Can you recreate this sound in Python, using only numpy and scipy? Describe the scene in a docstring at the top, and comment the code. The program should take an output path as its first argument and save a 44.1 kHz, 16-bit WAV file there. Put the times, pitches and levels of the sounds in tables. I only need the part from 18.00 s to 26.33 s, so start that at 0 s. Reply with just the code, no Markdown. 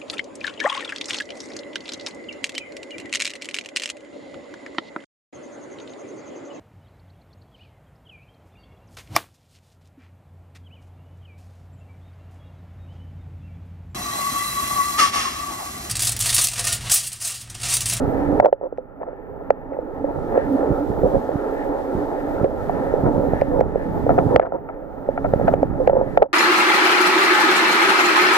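"""Moving a camera under water

A camera in a sealed housing is moved about above sand. Water and sand stir the housing's modes, which ring
over a broad wash, and its air pocket hums. The grip creaks and thumps; knocks and scrapes ring the shell,
short clicks fall mostly on knocks, and forced water gurgles. A thin piping, a whine and hiss lie on top.
At listed moments the rush, hum, small thumps, wobble, piping, whine and hiss drop in level, then climb
back; other events do not."""
import sys
import numpy as np
from scipy import signal
from scipy.fft import rfft, irfft
from scipy.io import wavfile
from scipy.ndimage import uniform_filter1d

SR = 44100
rng = np.random.default_rng(int(sys.argv[2]) if len(sys.argv) > 2 else 0)


def store_pcm(level_fs):
    """Save levels as 16-bit WAV."""
    pcm = np.round(np.clip(level_fs, -1, 1) * 32767).astype(np.int16)
    wavfile.write(sys.argv[1], SR, np.atleast_2d(pcm).T)


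N = 367353  # length in samples


def undb(db):
    """Turn dB into gain."""
    return 10 ** (np.asarray(db) / 20)


def unit(x):
    """Scale to an rms of 1."""
    return x / np.sqrt(np.mean(x ** 2))


def pan(db, rad=0.):
    """Complex gains of the left and right port: the left is louder by db and leads by rad."""
    side = np.array([[.5], [-.5]])
    return undb(db * side) * np.exp(1j * rad * side)


def ring(x, hz, t60):
    """One decaying mode as a complex oscillation; it falls 60 dB in t60 seconds."""
    pole = np.exp(2j * np.pi * hz / SR - np.log(1000) / (t60 * SR))
    return signal.lfilter([1], [1, -pole], x)


def soften(x, hz):
    """Water takes the edge off a pulse: a low-pass at hz, at most 9 kHz."""
    return signal.sosfilt(signal.butter(2, min(hz, 9000), fs=SR, output="sos"), x)


def high_pass(x, order, hz):
    """Take away the part below hz."""
    return signal.sosfilt(signal.butter(order, hz, "high", fs=SR, output="sos"), x)


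def spectrum_gain(points, size):
    """Gain of each frequency bin, drawn through (Hz, dB) points on a log scale."""
    hz, db = np.transpose(points)
    bins_hz = np.fft.rfftfreq(size, 1 / SR)
    return undb(np.interp(np.log(bins_hz + 1), np.log(hz), db))


def coloured(points, alike):
    """Two noises with a given spectrum; alike (-1 to 1) is how much the ports agree."""
    mid, side = irfft(rfft(rng.standard_normal((2, N))) * spectrum_gain(points, N), N)
    a, b = np.sqrt(1 + np.clip(alike, -1, 1)), np.sqrt(1 - np.clip(alike, -1, 1))
    return unit(np.array([a * mid + b * side, a * mid - b * side]))


def walk(rate):
    """Random levels held for 1 / rate seconds, then smoothed twice; spread near 1."""
    hold = int(SR / rate)
    steps = np.repeat(rng.standard_normal(N // hold + 1), hold)
    return 1.19 * uniform_filter1d(uniform_filter1d(steps, hold), hold)[:N]


def grains(rate, spread_db):
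    """Lone pulses at random moments (rate per second), a few bigger than the rest."""
    hits = rng.random(N) < rate / SR
    return hits * undb(spread_db * np.minimum(rng.exponential(size=N), 3))


def swells(table):
    """Short rises in dB: a straight climb to each peak and a straight fall."""
    t = np.arange(N) / SR
    rises = [db * np.clip(1 - 2 * np.abs(t - s) / length, 0, 1) for s, length, db in table]
    return np.max(rises, axis=0)


# The modes of the housing, also used for the knocks and scrapes. ring_s is the free ring to -60 dB.
# Columns: pitch_hz, ring_s, struck_db, tilt_share, flow_db, left_over_right_db, left_lead_rad
SHELL_MODES = [(426.5, 0.032, -8.5, 0.2, 2, -5.5, 0.2), (539.7, 0.038, 1, 0.051, 3, -4.5, 1.19),
               (675, 0.022, 9.5, 0.81, -13, 1, 1.43), (845.5, 0.022, -2, 0.54, -3, 1.5, 1),
               (1321, 0.021, -7.5, 1.26, -10, -0.5, 1), (1770, 0.012, -11, 1.2, -13, 5, 1.85),
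               (2140, 0.011, -16.5, 1.3, -30.5, 6, 2.4)]
SHELL_LOW_CUT_HZ = 210
# The colour of the wash. Columns: pitch_hz, level_db (per Hz, relative)
WASH_COLOUR = [(88, -50), (150, -34), (220, -18), (300, -6.5), (529, -4.5), (854, -6.5), (1100, -22.5),
               (1340, -22), (3050, -57.5), (3960, -83.5)]
RUSH_DB, RUSH_MOTION_DB = -27, 1
FIZZ_DB, FIZZ_MOTION_DB, FIZZ_DIP_SHARE = -42.5, 1, 0.93
LUMP_DB = 1.5  # spread of the lumps in the low part


def rush(motion, sunk_db):
    """Eddies and sand grains stir each shell mode on its own, over a broad wash; the low part is lumpy."""
    low, fizz, lumps = 0, 0, undb(LUMP_DB * walk(18))
    for hz, t60, _, _, flow_db, pan_db, rad in SHELL_MODES:
        eddies = rng.standard_normal(N) * undb(3.2 * walk(14))
        sand = unit(grains(60, 3.2)) * 0.49
        mode = ring(soften(eddies + sand, 1.37 * hz), hz, t60)
        voice = undb(flow_db) * unit((pan(pan_db, rad) * mode).imag)
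        if hz < 1000:
            low = low + voice
        else:
            fizz = fizz + voice
    low = unit(high_pass(low, 3, SHELL_LOW_CUT_HZ))
    wash = coloured(WASH_COLOUR, 0.15) * undb(0.68 * walk(11)) * pan(-4.0).real
    low_db = RUSH_DB + RUSH_MOTION_DB * motion + sunk_db
    fizz_db = FIZZ_DB + FIZZ_MOTION_DB * motion + FIZZ_DIP_SHARE * sunk_db
    return undb(low_db) * lumps * (low + wash * undb(-3.0)) + undb(fizz_db) * unit(fizz)


# Moments when the hum swells up. Columns: peak_s, length_s, rise_db
HUM_SWELLS = [(.3, 0.14, 9.5), (.46, 0.06, 26), (2.05, 0.13, 8), (2.37, 0.13, 13), (2.54, 0.21, 16.5),
              (2.62, 0.2, 9), (2.8, 0.087, 7), (3.16, 0.043, 15.5), (5.1, 0.076, 12.5), (5.26, 0.06, 5),
              (7.63, 0.039, 20)]
HOLLOW_HZ, HOLLOW_WIDTH_HZ, HOLLOW_WANDER_HZ, HOLLOW_PAN_DB = 279.9, 35, 7, -4  # nominal width
HUM_DB, HUM_MOTION_DB, HUM_DIP_SHARE, HUM_WAVER_DB = -33, 4, 0.98, 3.5


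def hollow(motion, sunk_db):
    """The air pocket in the housing hums: noise in a narrow resonance, its swings partly evened out."""
    z = ring(rng.standard_normal(N), HOLLOW_HZ, 2.2 / HOLLOW_WIDTH_HZ)
    z = ring(z, HOLLOW_HZ, 0.96 / HOLLOW_WIDTH_HZ)
    evened = z / (np.abs(z) + 1e-9) ** 0.16
    z = ring(evened, HOLLOW_HZ, 0.89 / HOLLOW_WIDTH_HZ)
    # the pocket changes shape, so its pitch wanders
    z = z * np.exp(2j * np.pi * np.cumsum(HOLLOW_WANDER_HZ * walk(9)) / SR)
    hum_db = HUM_DB + HUM_MOTION_DB * motion + HUM_DIP_SHARE * sunk_db
    hum_db = hum_db + swells(HUM_SWELLS) + HUM_WAVER_DB * walk(15)
    return undb(hum_db) * unit((pan(HOLLOW_PAN_DB, 0.15) * z).imag)


# Rubbing along the shell. tilt_db lifts (+) or lowers (-) modes by their share.
# Columns: start_s, length_s, level_db (relative), tilt_db
SCRAPES = [(0.413, 0.087, -17, -9), (0.61, 0.071, -24, -12), (0.997, 0.046, -31, -2),
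           (1.053, 0.049, -30.5, -7.5), (1.396, 0.027, -30, -12), (1.71, 0.071, -27.5, -13.5),
           (2.053, 0.08, -20.5, -15), (2.306, 0.12, -21, -9), (3.033, 0.056, -15.5, -23),
           (3.134, 0.02, -14.5, -13), (4.435, 0.025, -14, -29), (5.04, 0.07, -22, -2.5),
           (5.09, 0.22, -20, -22), (5.497, 0.1, -20, -11.5), (6.093, 0.035, -24, 4),
           (6.167, 0.041, -15.5, 0.5), (6.292, 0.1, -16, -13.5), (6.404, 0.079, -21.5, -7.5),
           (6.513, 0.083, -23, -11.5), (6.684, 0.021, -31.5, 7), (7.239, 0.029, -26.5, 7.5),
           (7.469, 0.027, -18, 0.5), (7.783, 0.057, -18, -26), (7.913, 0.13, -16, -13),
           (8.038, 0.06, -21, -19), (8.186, 0.085, -21.5, -13.5)]


def scrape_force(grit, tilt_share):
    """Each scrape is a shower of grit that swells and fades."""
    t = np.arange(N) / SR
    force = np.zeros(N)
    for start, length, rub_db, tilt_db in SCRAPES:
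        span = slice(int(start * SR), int((start + length) * SR))
        progress = np.abs((t[span] - start) / length)
        envelope = np.abs(np.sin(np.pi * progress ** 0.85))
        force[span] += undb(rub_db + tilt_share * tilt_db - 18.5) * envelope * grit[span]
    return force


# Single knocks. tilt_db works as above; main_hz is the bent pitch of the second mode.
# Columns: start_s, level_db (relative), tilt_db, main_hz, ring_length (nominal, free shell = 1)
KNOCKS = [(0.3981, -3.5, -8, 578, 0.73), (0.4263, -14, -16, 540, 0.73), (0.4455, -1.5, -22, 536, 0.51),
          (.457, -1, -12, 580, 0.46), (.4635, -7, -15, 575, 0.61), (0.526, -4.5, -17, 544, 0.68),
          (.611, -22.5, -18.5, 536, 0.89), (.724, -16.5, -21, 487, 0.51), (0.7816, -20, -22, 511, 1.47),
          (1.013, -24, -12, 555, 0.61), (1.0305, -28.5, -7, 687, 0.86), (1.077, -27, -19, 503, 0.88),
          (1.129, -22, -32, 510, 0.56), (1.504, -0.5, -6.5, 523, 0.45), (1.72, -17.5, -25, 500, 0.51),
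          (1.767, -20, -20, 550, 0.57), (1.787, -10.5, -32, 514, 0.48), (2.042, -12.5, -33, 536, 1),
          (2.375, -2, -29, 525, 0.63), (2.629, -11, -24, 510, 0.54), (3.032, -6.5, -35, 520, 0.67),
          (3.06, -9.5, -16, 516, 0.53), (3.067, -9.5, -16, 513, 0.35), (3.153, -12, -18, 540, 0.76),
          (3.164, -13, -25, 534, 0.76), (3.29, -5.5, -22, 497, 0.42), (4.443, -0.5, -33, 503, 0.55),
          (4.456, -10.5, -30, 453, 0.58), (4.694, -10.5, -21, 732, 0.62), (4.937, -4.5, -31, 472, 0.66),
          (5.333, -13.5, -13, 540, 0.72), (5.417, -2, -24, 552, 0.64), (5.591, -9.5, -23, 510, 0.88),
          (5.609, -1.5, -12.5, 514, 0.37), (5.756, -2, -26, 520, 0.41), (6.064, -9.5, -17, 514, 0.59),
          (6.092, -20, 7, 535, 0.86), (6.103, -14, 1.5, 524, 0.4), (6.186, -12.5, 2.5, 546, 0.42),
          (6.36, -3, -0.5, 508, 0.44), (6.396, -8, 3.5, 530, 0.44), (6.521, -22, -4, 534, 0.79),
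          (6.689, -36, 13, 542, 0.57), (7.087, -2.5, -42, 537, 0.63), (7.176, -29, 11, 552, 0.87),
          (7.245, -28, 8, 530, 0.8), (7.3351, -4.5, -16, 532, 0.64), (7.396, -8, -19, 534, 0.51),
          (7.412, -15, -12, 520, 0.62), (7.48, -17.5, 7, 535, 0.67), (7.489, -18, 4, 540, 0.6),
          (7.537, -2.5, -10, 522, 0.44), (7.629, -3.5, -12, 520, 0.49), (7.874, -4.5, -9.5, 510, 0.8),
          (7.895, -9.5, -10.5, 547, 0.92), (7.931, -9, -18.5, 514, 0.44), (7.952, -10.5, -22.5, 543, 0.63),
          (7.967, -11.5, -22, 540, 0.62), (8.011, -7, -14.5, 535, 0.52), (8.173, -9.5, 1, 557, 0.89),
          (8.22, -6, -7.5, 529, 0.66), (8.225, -4, -5, 527, 0.68)]
SPOT_DB, DETUNE = 1.2, 0.014  # spread from blow to blow: level, share of the pitch
RISE_CYCLES, IN_STEP_S = 0.57, 0.002805  # build-up; time when the modes swing in step
TAIL_DB, TAIL_STRETCH = -15.5, 2.91  # faint tail: its level, how many times longer it rings


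def knock_blows(hz, t60, tilt_share):
    """Water loads the shell so a blow builds up; the hand damps it and bends its pitch; a tail rings on."""
    s, db, tilt_db, main_hz, ring_length = np.transpose(KNOCKS)[:, :, None]
    spot, off = rng.standard_normal((2, len(s), 1))  # every blow lands on another spot
    since = np.arange(SR // 10) / SR
    blow_hz = hz * main_hz / SHELL_MODES[1][0] * (1 + DETUNE * off)
    fade = np.exp(-np.log(1000) * since / (0.88 * t60 * np.abs(ring_length)))
    rise = (1 - np.exp(-since * hz / RISE_CYCLES)) ** 4
    shape = rise * (fade + undb(TAIL_DB) * fade ** (1 / TAIL_STRETCH))
    swing = np.exp(2j * np.pi * blow_hz * (since - IN_STEP_S))
    blows = -2.1 * undb(db + tilt_share * tilt_db + SPOT_DB * spot) * shape * swing
    out = np.zeros(N, complex)
    for at, blow in zip((s[:, 0] * SR).astype(int), blows):
        out[at:at + len(blow)] += blow[:N - at]
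    return out


SHELL_TOP_HZ = 2290


def contacts():
    """Knocks are single pushes and scrapes are showers of grit; both ring the shell."""
    grit = unit(grains(700, 3.5) * rng.choice([-1, 1], N))
    out = 0
    for hz, t60, struck_db, tilt_share, _, pan_db, rad in SHELL_MODES:
        force = soften(scrape_force(grit, tilt_share), 1.43 * hz)
        swell = ring(force, hz, 0.013) / (0.00092 * SR)
        z = ring(swell, hz, 0.47 * t60) + knock_blows(hz, t60, tilt_share)
        out = out + undb(struck_db) * (pan(pan_db, rad) * z).imag
    return soften(high_pass(out, 2, SHELL_LOW_CUT_HZ), SHELL_TOP_HZ)


# Short clicks, mostly on knocks. Columns: start_s, level_db (relative), length_s
CLICKS = [(0.399, -22.5, 0.0059), (0.458, -22, 0.0008), (.7746, -44, 0.003), (1.504, -22.5, 0.0031),
          (2.375, -30, 0.0012), (4.444, -28, .0018), (5.413, -26, 0.0021), (5.607, -22.5, 0.0013),
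          (6.3603, -14.5, 0.0036), (6.3976, -25, 0.0016), (7.479, -31, 0.0048), (7.54, -23, 0.0013),
          (7.629, -24.5, 0.0013), (7.8737, -25.5, 0.0018), (8.176, -22, 0.0021), (8.2274, -25.5, 0.0028)]
# The colour of a click. Columns: pitch_hz, level_db (per Hz, relative)
CLICK_COLOUR = [(700, -22), (1300, 3), (2200, 2), (3500, -19.5), (5000, -23), (9000, -31.5), (14000, -37)]


def clicks():
    """Each click is a few milliseconds or less of click noise, partly different at the two ports."""
    burst, click_noise = np.zeros((2, N)), coloured([(100, 0), (20000, 0)], .5)
    for s, db, length in CLICKS:
        at, size = int(s * SR), int(length * SR) + 2
        burst[:, at:at + size] += undb(db) * signal.windows.hann(size) * click_noise[:, at:at + size]
    taps = np.fft.fftshift(irfft(spectrum_gain(CLICK_COLOUR, 512)))
    return signal.fftconvolve(burst, taps[None] / np.linalg.norm(taps), "same")


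# The hand shifts on the grip. Columns: peak_s, length_s, rise_db
GRIP_SHIFTS = [(2.71, 0.2, 12), (2.9, 0.081, 13), (3.04, 0.25, 15), (3.16, 0.11, 22), (3.97, 0.079, 14),
               (5.06, 0.13, 6.5), (7.4, 0.41, 2.5), (5.33, 0.07, 4.5)]
# The biggest jerks of the grip. Columns: start_s, level_db (relative)
JERKS = [(0.006, -20), (0.079, -15), (2.705, -14.5), (2.716, -16), (2.901, -16.5), (3.044, -14.5),
         (3.138, -20), (3.356, -15), (3.951, -15.5), (4.413, -16.5), (4.433, -14.5), (5.036, -12.5),
         (5.065, -18), (5.179, -14), (5.192, -16), (5.334, -16), (6.262, -18), (6.269, -12.5), (6.345, -15),
         (7.336, -15.5), (7.36, -15), (7.451, -15)]
# levels going into the thump shaping and the panning
GRIP_DB, GRIP_MOTION_DB, GRIP_DIP_SHARE, GRIP_WAVER_DB = -59, 19.5, 0.73, 2
WOBBLE_DB, WOBBLE_MOTION_DB, WOBBLE_DIP_SHARE, WOBBLE_SHIFT_SHARE = -39.5, 9.5, 0.74, 0.6


def grip(motion, sunk_db):
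    """The hand slips in uneven jerks: soft thumps over a deep wobble, different at each port."""
    shift_db = swells(GRIP_SHIFTS)
    grip_db = GRIP_DB + GRIP_MOTION_DB * motion + GRIP_DIP_SHARE * sunk_db
    grip_db = grip_db + shift_db + GRIP_WAVER_DB * walk(12)
    wobble_db = WOBBLE_DB + WOBBLE_MOTION_DB * motion + WOBBLE_DIP_SHARE * sunk_db
    wobble_db = wobble_db + WOBBLE_SHIFT_SHARE * shift_db
    slips = np.array([grains(110, 1.0) for _ in range(2)])
    slips = unit(slips + 0.076 * slips[::-1]) * undb(grip_db)  # a little reaches the other port
    s, jerk_db = np.transpose(JERKS)
    # the big jerks keep their level in a dip
    slips[:, (s * SR).astype(int)] += undb(jerk_db + 7.0) * rng.choice([-1, 1], len(s))
    push = signal.windows.hann(int(0.003 * SR))  # one-sided, 3 ms
    thumps = np.array([np.convolve(port, push)[:N] for port in slips])
    thumps = high_pass(thumps, 2, 60)
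    wobble_colour = [(12, -28.5), (22, 6.0), (55, 0.5), (110, -8.0), (220, -22.5), (400, -66.5)]
    wobble = coloured(wobble_colour, -0.54)
    return thumps * pan(-7).real + undb(wobble_db) * wobble * pan(-8.0).real


# Bright gurgles. Columns: start_s, length_s, pitch_hz, level_db (rms before the edges fade)
GURGLES = [(1.016, .022, 1680, -52), (1.725, 0.026, 1980, -55), (6.412, 0.024, 1630, -40.5),
           (6.455, 0.015, 1400, -38.5), (7.172, 0.02, 1390, -42), (7.473, 0.015, 1440, -30.5)]
GURGLE_T60_S, GURGLE_PAN_DB, GURGLE_LEAD_RAD = 0.0058, 4, 0.92


def gurgles():
    """Water forced through a gap sputters in a short bright resonance."""
    out, sputter = np.zeros((2, N)), rng.standard_normal(N)
    for s, length, hz, db in GURGLES:
        at, size = int(s * SR), int(length * SR)
        z = ring(ring(sputter[at:at + size], hz, GURGLE_T60_S), hz, GURGLE_T60_S / 2)
        voice = unit((pan(GURGLE_PAN_DB, GURGLE_LEAD_RAD) * z).imag)
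        out[:, at:at + size] += undb(db) * voice * signal.windows.tukey(size, .3)
    return out


# Stretches of piping; a row that ends before it starts adds nothing. Columns: start_s, end_s
PIPES = [(.05, 0.39), (.7, .76), (.88, 1.03), (1.11, 0.93), (1.2, 1.19), (1.84, 2.3), (2.55, 2.54),
         (3.19, 2.85), (4.74, 4.5), (5.24, 5.25), (5.7, 5.84), (7.41, 7.53)]
PIPING_HZ, PIPING_DB, PIPING_REST_DB = 2495, -74.5, -13  # rest: change between the stretches


def piping(sunk_db):
    """A thin tone, noise in a narrow resonance, comes and goes, nearly opposite at the two ports."""
    t = np.arange(N) / SR
    sounding = np.any([(t > start) & (t < end) for start, end in PIPES], axis=0)
    on = uniform_filter1d(1. * sounding, SR // 50)
    z = ring(soften(rng.standard_normal(N), 3000), PIPING_HZ, 0.07) * undb(2.0 * walk(30))
    tone = unit((pan(8.5, 4.2) * ring(z, PIPING_HZ, 0.05)).imag)
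    return undb(PIPING_DB + sunk_db + PIPING_REST_DB * (1 - on)) * tone


# The colour of the hiss. Columns: pitch_hz, level_db (per Hz, relative)
HISS_COLOUR = [(1500, -12.5), (2500, -8), (3500, -4), (5000, -8.5), (8000, -12), (13000, -14),
               (14400, -15.5), (15500, -28)]
WHINE_HZ, WHINE_DB = 14835.3, -68
HISS_DB, HISS_KNEE_DB = -59, -4.5  # knee: dips deeper than this pull the hiss down faster


def circuit(dip_db):
    """Amplifier hiss, nearly unrelated in the two channels, and a whine of steady pitch; both waver in level."""
    t = np.arange(N) / SR
    whine_db = WHINE_DB + dip_db + 2.5 * walk(25)
    whine = np.sqrt(2) * undb(whine_db) * np.sin(2 * np.pi * WHINE_HZ * t)
    hiss_db = HISS_DB + dip_db + 1.9 * np.minimum(dip_db - HISS_KNEE_DB, 0) + 0.88 * walk(22)
    return whine + undb(hiss_db) * coloured(HISS_COLOUR, 0.078)


# Level drops at hard knocks. Columns: start_s, depth_db
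DIPS = [(0.404, -18.5), (.46, -22.5), (1.506, -13), (4.447, -3), (5.42, -3.5), (5.611, -6.5),
        (6.366, -15.5), (7.541, -6), (7.631, -7), (7.877, -7.5), (8.176, -7.5), (8.228, -28.5)]
CLIMB_DB_PER_S = 12.5


def dips():
    """Level drop in dB: a step down at each listed moment, then a steady climb."""
    t = np.arange(N) / SR
    drops = [np.where(t >= s, np.minimum(db + CLIMB_DB_PER_S * (t - s), 0), 0) for s, db in DIPS]
    return np.min(drops, axis=0)


# How briskly the camera is being moved. Columns: time_s, motion (0 to 1)
MOTION = [(0, 0.75), (.4, 0.74), (.62, 0.32), (1.3, 0.3), (1.75, 0.41), (2.2, 0.52), (2.6, 0.32),
          (3.7, 0.03), (4.4, 0.46), (5.05, 0.83), (5.7, 1), (6.36, 1), (6.5, 0.5), (6.85, 0.32), (7.2, 0.6),
          (7.28, 1), (7.55, 0.95), (7.72, 1), (8.001, 0.9), (8.17, 0.84), (8.33, 0.34)]
SETTLE_S = 0.013


def scene():
    """All sources at the two ports; motion lifts the rush, hum and grip, and dips reach them a little late."""
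    motion = np.interp(np.arange(N) / SR, *np.transpose(MOTION))
    dip_db = dips()
    keep = np.exp(-1 / (SETTLE_S * SR))
    sunk_db = signal.lfilter([1 - keep], [1, -keep], dip_db)  # the piping follows this too
    water = rush(motion, sunk_db) + hollow(motion, sunk_db) + gurgles()
    handling = contacts() + grip(motion, sunk_db)
    return water + handling + clicks() + piping(sunk_db) + circuit(dip_db)


TOP_HZ = 15300


def record(dry):
    """The loudest peaks are rounded below full scale and the top is cut."""
    rounded = dry / (1 + dry ** 6) ** (1 / 6)
    return signal.sosfilt(signal.ellip(8, .2, 70, TOP_HZ, fs=SR, output="sos"), rounded)


dry = scene()
out = record(dry)
store_pcm(out)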